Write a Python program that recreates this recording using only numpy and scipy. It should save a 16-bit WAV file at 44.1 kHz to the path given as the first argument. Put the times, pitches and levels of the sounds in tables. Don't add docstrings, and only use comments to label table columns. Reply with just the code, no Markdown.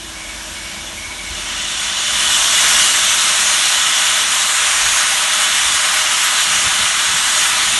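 import sys
import numpy as np
from scipy import signal
from scipy.fft import rfft, irfft, next_fast_len
from scipy.io import wavfile
from scipy.ndimage import uniform_filter1d, map_coordinates

SR = 44100
rng = np.random.default_rng(int(sys.argv[2]) if len(sys.argv) > 2 else 0)


def pcm_store(signal):
    levels = np.round(np.clip(np.atleast_2d(signal), -1, 1) * 32767)
    wavfile.write(sys.argv[1], SR, levels.astype(np.int16).T)


N = 343539

# pitch_hz, width_hz, level_db
PIPE_MODES = [(2877, 140, -1), (3034, 180, 0.5), (3440, 104, 3), (3555, 85, 0), (5570, 230, -6.5),
              (5740, 140, -8), (6980, 170, -26)]


def amp(db):
    return 10 ** (np.asarray(db) / 20)


def unit(x):
    return x / np.sqrt(np.mean(x ** 2) + 1e-20)


def curves(rows):
    times, *columns = np.transpose(rows)
    return [np.interp(np.arange(N) / SR, times, column) for column in columns]


def wobble(rate):
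    knots = rng.standard_normal(int(N * rate / SR) + 4)
    return map_coordinates(knots, [np.arange(N) * rate / SR])


def filtered(x, response):
    size = next_fast_len(N + SR // 2)
    return irfft(rfft(x, size) * response(np.fft.rfftfreq(size, 1 / SR)), size)[:N]


def turbulence(patchy_db):
    spectrogram = signal.stft(rng.standard_normal(N), nperseg=512)[2]
    patches = uniform_filter1d(rng.standard_normal(spectrogram.shape), size=8, axis=0)
    patches = uniform_filter1d(patches, size=22, axis=1)
    return signal.istft(spectrogram * amp(patchy_db * unit(patches)), nperseg=512)[1][:N]


def rush(spectrum, patchy_db):
    freq_hz, level_db = np.transpose(spectrum)
    colour = lambda hz: amp(np.interp(np.log(hz + 1), np.log(freq_hz), level_db, -120, -120))
    return unit(filtered(turbulence(patchy_db), colour))


def blown(modes, patchy_db):
    def response(hz):
        powers = (amp(db) ** 2 / (1 + ((hz ** 2 - pitch_hz ** 2) / (hz * width_hz + 1)) ** 2) ** 1.5
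                  for pitch_hz, width_hz, db in modes)
        return np.sqrt(sum(powers))
    return unit(filtered(turbulence(patchy_db), response))


def boiler():
    # time_s, drone_db, rumble_db
    low_levels = [(0, -39, -43), (2.0, -39.5, -42), (2.7, -46, -40), (3.3, -54, -43), (4.3, -58, -45),
                  (6.2, -58, -45.5), (7.79, -52, -42)]
    # pitch_hz, width_hz, level_db
    flame_modes = [(52, 14, 1), (76, 13, 1), (95, 14, -6)]
    # freq_hz, level_db
    rumble_spectrum = [(22, -14), (33, -8), (48, 2), (75, 1.5), (115, -4), (160, -3), (185, 1), (230, 0),
                       (285, -3.5), (322, -8), (350, 0.5), (430, -13.5), (650, -10.5), (1200, -40)]
    drone_hz = 49
    drone_db, rumble_db = curves(low_levels)
    phase = 2 * np.pi * np.cumsum(drone_hz + 2.6 * wobble(11)) / SR
    throb = amp(3 * wobble(11))
    flames = amp(-3.5) * blown(flame_modes, patchy_db=3.5)
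    drone = amp(drone_db - 3.0) * (throb * np.sin(phase) + flames)
    return drone + amp(rumble_db + 0.87) * rush(rumble_spectrum, patchy_db=0.34)


def machine_hum():
    pitch_hz = 319.3
    level_db, = curves([(0, -45.5), (1.5, -48), (2.4, -50.5), (7.79, -60)])
    phase = 2 * np.pi * np.cumsum(pitch_hz + 0.83 * wobble(5.92)) / SR
    return amp(level_db + wobble(3.7)) * np.sin(phase)


def gland_leak():
    # time_s, level_db
    leak_levels = [(0, -31.5), (.5, -28.5), (1.6, -29.5), (3, -26), (7.79, -49)]
    # freq_hz, level_db
    hiss_spectrum = [(260, -40), (440, -18), (620, -4.5), (820, -9.5), (980, -5), (1300, -8), (1650, -3),
                     (1980, -6.5), (2500, -5.5), (3600, -4.5), (4750, -10.5), (5700, -6), (7600, -9),
                     (9700, -10.5), (10400, -16.5), (11700, -14.5)]
    level_db, = curves(leak_levels)
    hiss = rush(hiss_spectrum, patchy_db=0.75)
    ring = amp(-10.5) * blown(PIPE_MODES, patchy_db=4.0)
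    return amp(level_db - 0.5) * (hiss + ring)


def whistle():
    # start_s, length_s, level_db, trill_depth_db
    blasts_and_echo = [(0.145, .21, -36, 1.2), (.545, .26, -37, 2), (.955, 0.34, -34.5, 5),
                       (1.4, 0.1, -38, 5)]
    # pitch_hz, width_hz, level_db
    chamber_modes = [(2248, 90, 0)]
    attack_s, release_s = .02, .025
    trill_hz, trill_wander = 12.5, 0.37
    reverb_db, reverb_t60_s = -7.5, 1.1
    t = np.arange(N) / SR
    cycles = np.cumsum(trill_hz * (1 + trill_wander * wobble(12.1))) / SR
    envelope = np.zeros(N)
    for start_s, length_s, level_db, trill_depth_db in blasts_and_echo:
        trill = np.cos(2 * np.pi * (cycles - np.interp(start_s + attack_s, t, cycles)))
        attack = np.clip((t - start_s) / attack_s, 0, 1)
        release = np.exp(-np.maximum(t - start_s - length_s, 0) / release_s)
        envelope += amp(level_db + trill_depth_db * trill) * attack * release
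    edge = signal.hilbert(blown(chamber_modes, patchy_db=1.5), next_fast_len(N))[:N]
    direct = envelope * unit(edge.real / np.hypot(np.abs(edge), 1))
    tail = rng.standard_normal(SR) * amp(-60 * t[:SR] / reverb_t60_s)
    return direct + amp(reverb_db) * signal.fftconvolve(direct, tail / np.linalg.norm(tail))[:N]


def steam_jet():
    # time_s, level_db
    flow_levels = [(1.1, -41), (1.35, -30.5), (1.58, -26), (1.95, -23.5), (2.25, -19), (2.75, -15.5),
                   (3.02, -18.5), (3.33, -17.5), (3.55, -18), (3.88, -18.5), (4.3, -19.3), (4.9, -18),
                   (5.15, -18.5), (6.7, -19), (7.1, -20), (7.4, -18.5), (7.79, -19)]
    # time_s, level_db
    ring_levels = [(1.1, -6), (1.65, 1), (2.7, -2.5), (3.3, -7), (4.05, 1), (4.4, -9), (5.15, -9),
                   (5.48, -1.5), (5.95, -6.5), (6.6, -3), (7.79, -5)]
    # freq_hz, level_db
    roar_spectrum = [(300, -18.5), (430, -27), (490, -16), (550, -22), (610, -9.5), (860, -8), (950, -4),
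                     (1030, -3.5), (1220, -.5), (1620, 0), (1750, -1.5), (1860, .5), (2500, -2),
                     (3000, -6.5), (4500, -24), (8000, -45)]
    mouth_spectrum = [(1500, -46), (2500, -10), (2850, 1), (3500, 1), (4100, 0), (4800, -7.5),
                      (5600, -14.5), (8000, -40)]
    spray_spectrum = [(3500, -29), (4900, -9), (5600, -3.5), (6200, -1), (6850, 0), (7600, -3), (9400, -1),
                      (9950, -3), (10400, -8.5), (11000, -7), (11700, -8)]
    flow_db, = curves(flow_levels)
    ring_db, = curves(ring_levels)

    clear_at_s, clearing_s, wet_roar_db = 3.7, 0.39, -2
    wet = .5 - .5 * np.tanh((np.arange(N) / SR - clear_at_s) / clearing_s)
    roar_db = flow_db - 1.1 + wet_roar_db * wet + 0.4 * wobble(7)
    roar = amp(roar_db) * rush(roar_spectrum, patchy_db=0.5)

    mouth_db = flow_db + 0.56 + 0.32 * ring_db
    ring = amp(ring_db) * blown(PIPE_MODES, patchy_db=1)
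    mouth_rush = rush(mouth_spectrum, patchy_db=1)
    mouth = amp(mouth_db) * unit((mouth_rush + ring) / np.hypot(1, amp(ring_db)))

    speed, = curves([(1.6, 0.18), (2.4, 0.59), (3.2, 0.62)])
    fizz_hz, pivot_db, spray_growth = 8980, -21, 1.14
    drops = rush(spray_spectrum, patchy_db=1.2)
    fizz = filtered(drops, lambda hz: 1 - 1 / (1 + (hz / fizz_hz) ** 10))
    spray_db = pivot_db + 0.7 + spray_growth * (flow_db - pivot_db) + .3 * wobble(18)
    spray = amp(spray_db) * (drops - (1 - speed) * fizz)

    opening, = curves([(1.05, 0.19), (1.3, 1)])
    flutter = amp(0.39 * wobble(24))
    return opening * flutter * (roar + mouth + spray)


def frame_scatter(steam, scatter_db, t60_s):
    t = np.arange(SR // 16) / SR
    echoes = rng.standard_normal(len(t)) * amp(-60 * t / t60_s) * (t > .004)
    return steam + amp(scatter_db) * signal.fftconvolve(steam, echoes / np.linalg.norm(echoes))[:N]


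def breeze():
    # peak_s, level_db, width_s, cutoff_hz
    gusts = [(4.859, -38, .06, 60), (5.68, -45, .12, 80), (6.547, -38, .048, 201), (6.666, -34, 0.024, 900),
             (6.8, -33.5, .01, 900), (6.842, -37, 0.014, 200), (7.132, -41, .064, 400),
             (7.68, -40, .05, 201)]
    # freq_hz, level_db
    buffet_spectrum = [(20, -20), (45, -6), (70, -2.5), (110, -4), (220, -3.5), (400, -14), (900, -40)]
    t = np.arange(N) / SR
    buffet = rush(buffet_spectrum, patchy_db=0.0)
    wind = np.zeros(N)
    for peak_s, level_db, width_s, cutoff_hz in gusts:
        swell = np.exp(-.5 * ((t - peak_s) / width_s) ** 2)
        thump = unit(filtered(buffet, lambda hz: 1 / np.hypot(1, (hz / cutoff_hz) ** 2)))
        wind += amp(level_db) * swell * thump
    return wind


def scene():
    steam = frame_scatter(steam_jet() + gland_leak(), scatter_db=-12.5, t60_s=0.059)
    mono = steam + whistle() + boiler() + machine_hum() + breeze()
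    return np.array([mono, mono])


def record(dry):
    ceiling, cutoff_hz = .85, 11850
    rounded = dry / (1 + np.abs(dry / ceiling) ** 10) ** (1 / 10)
    return np.array([filtered(channel, lambda hz: hz < cutoff_hz) for channel in rounded])


dry = scene()
out = record(dry)
pcm_store(out)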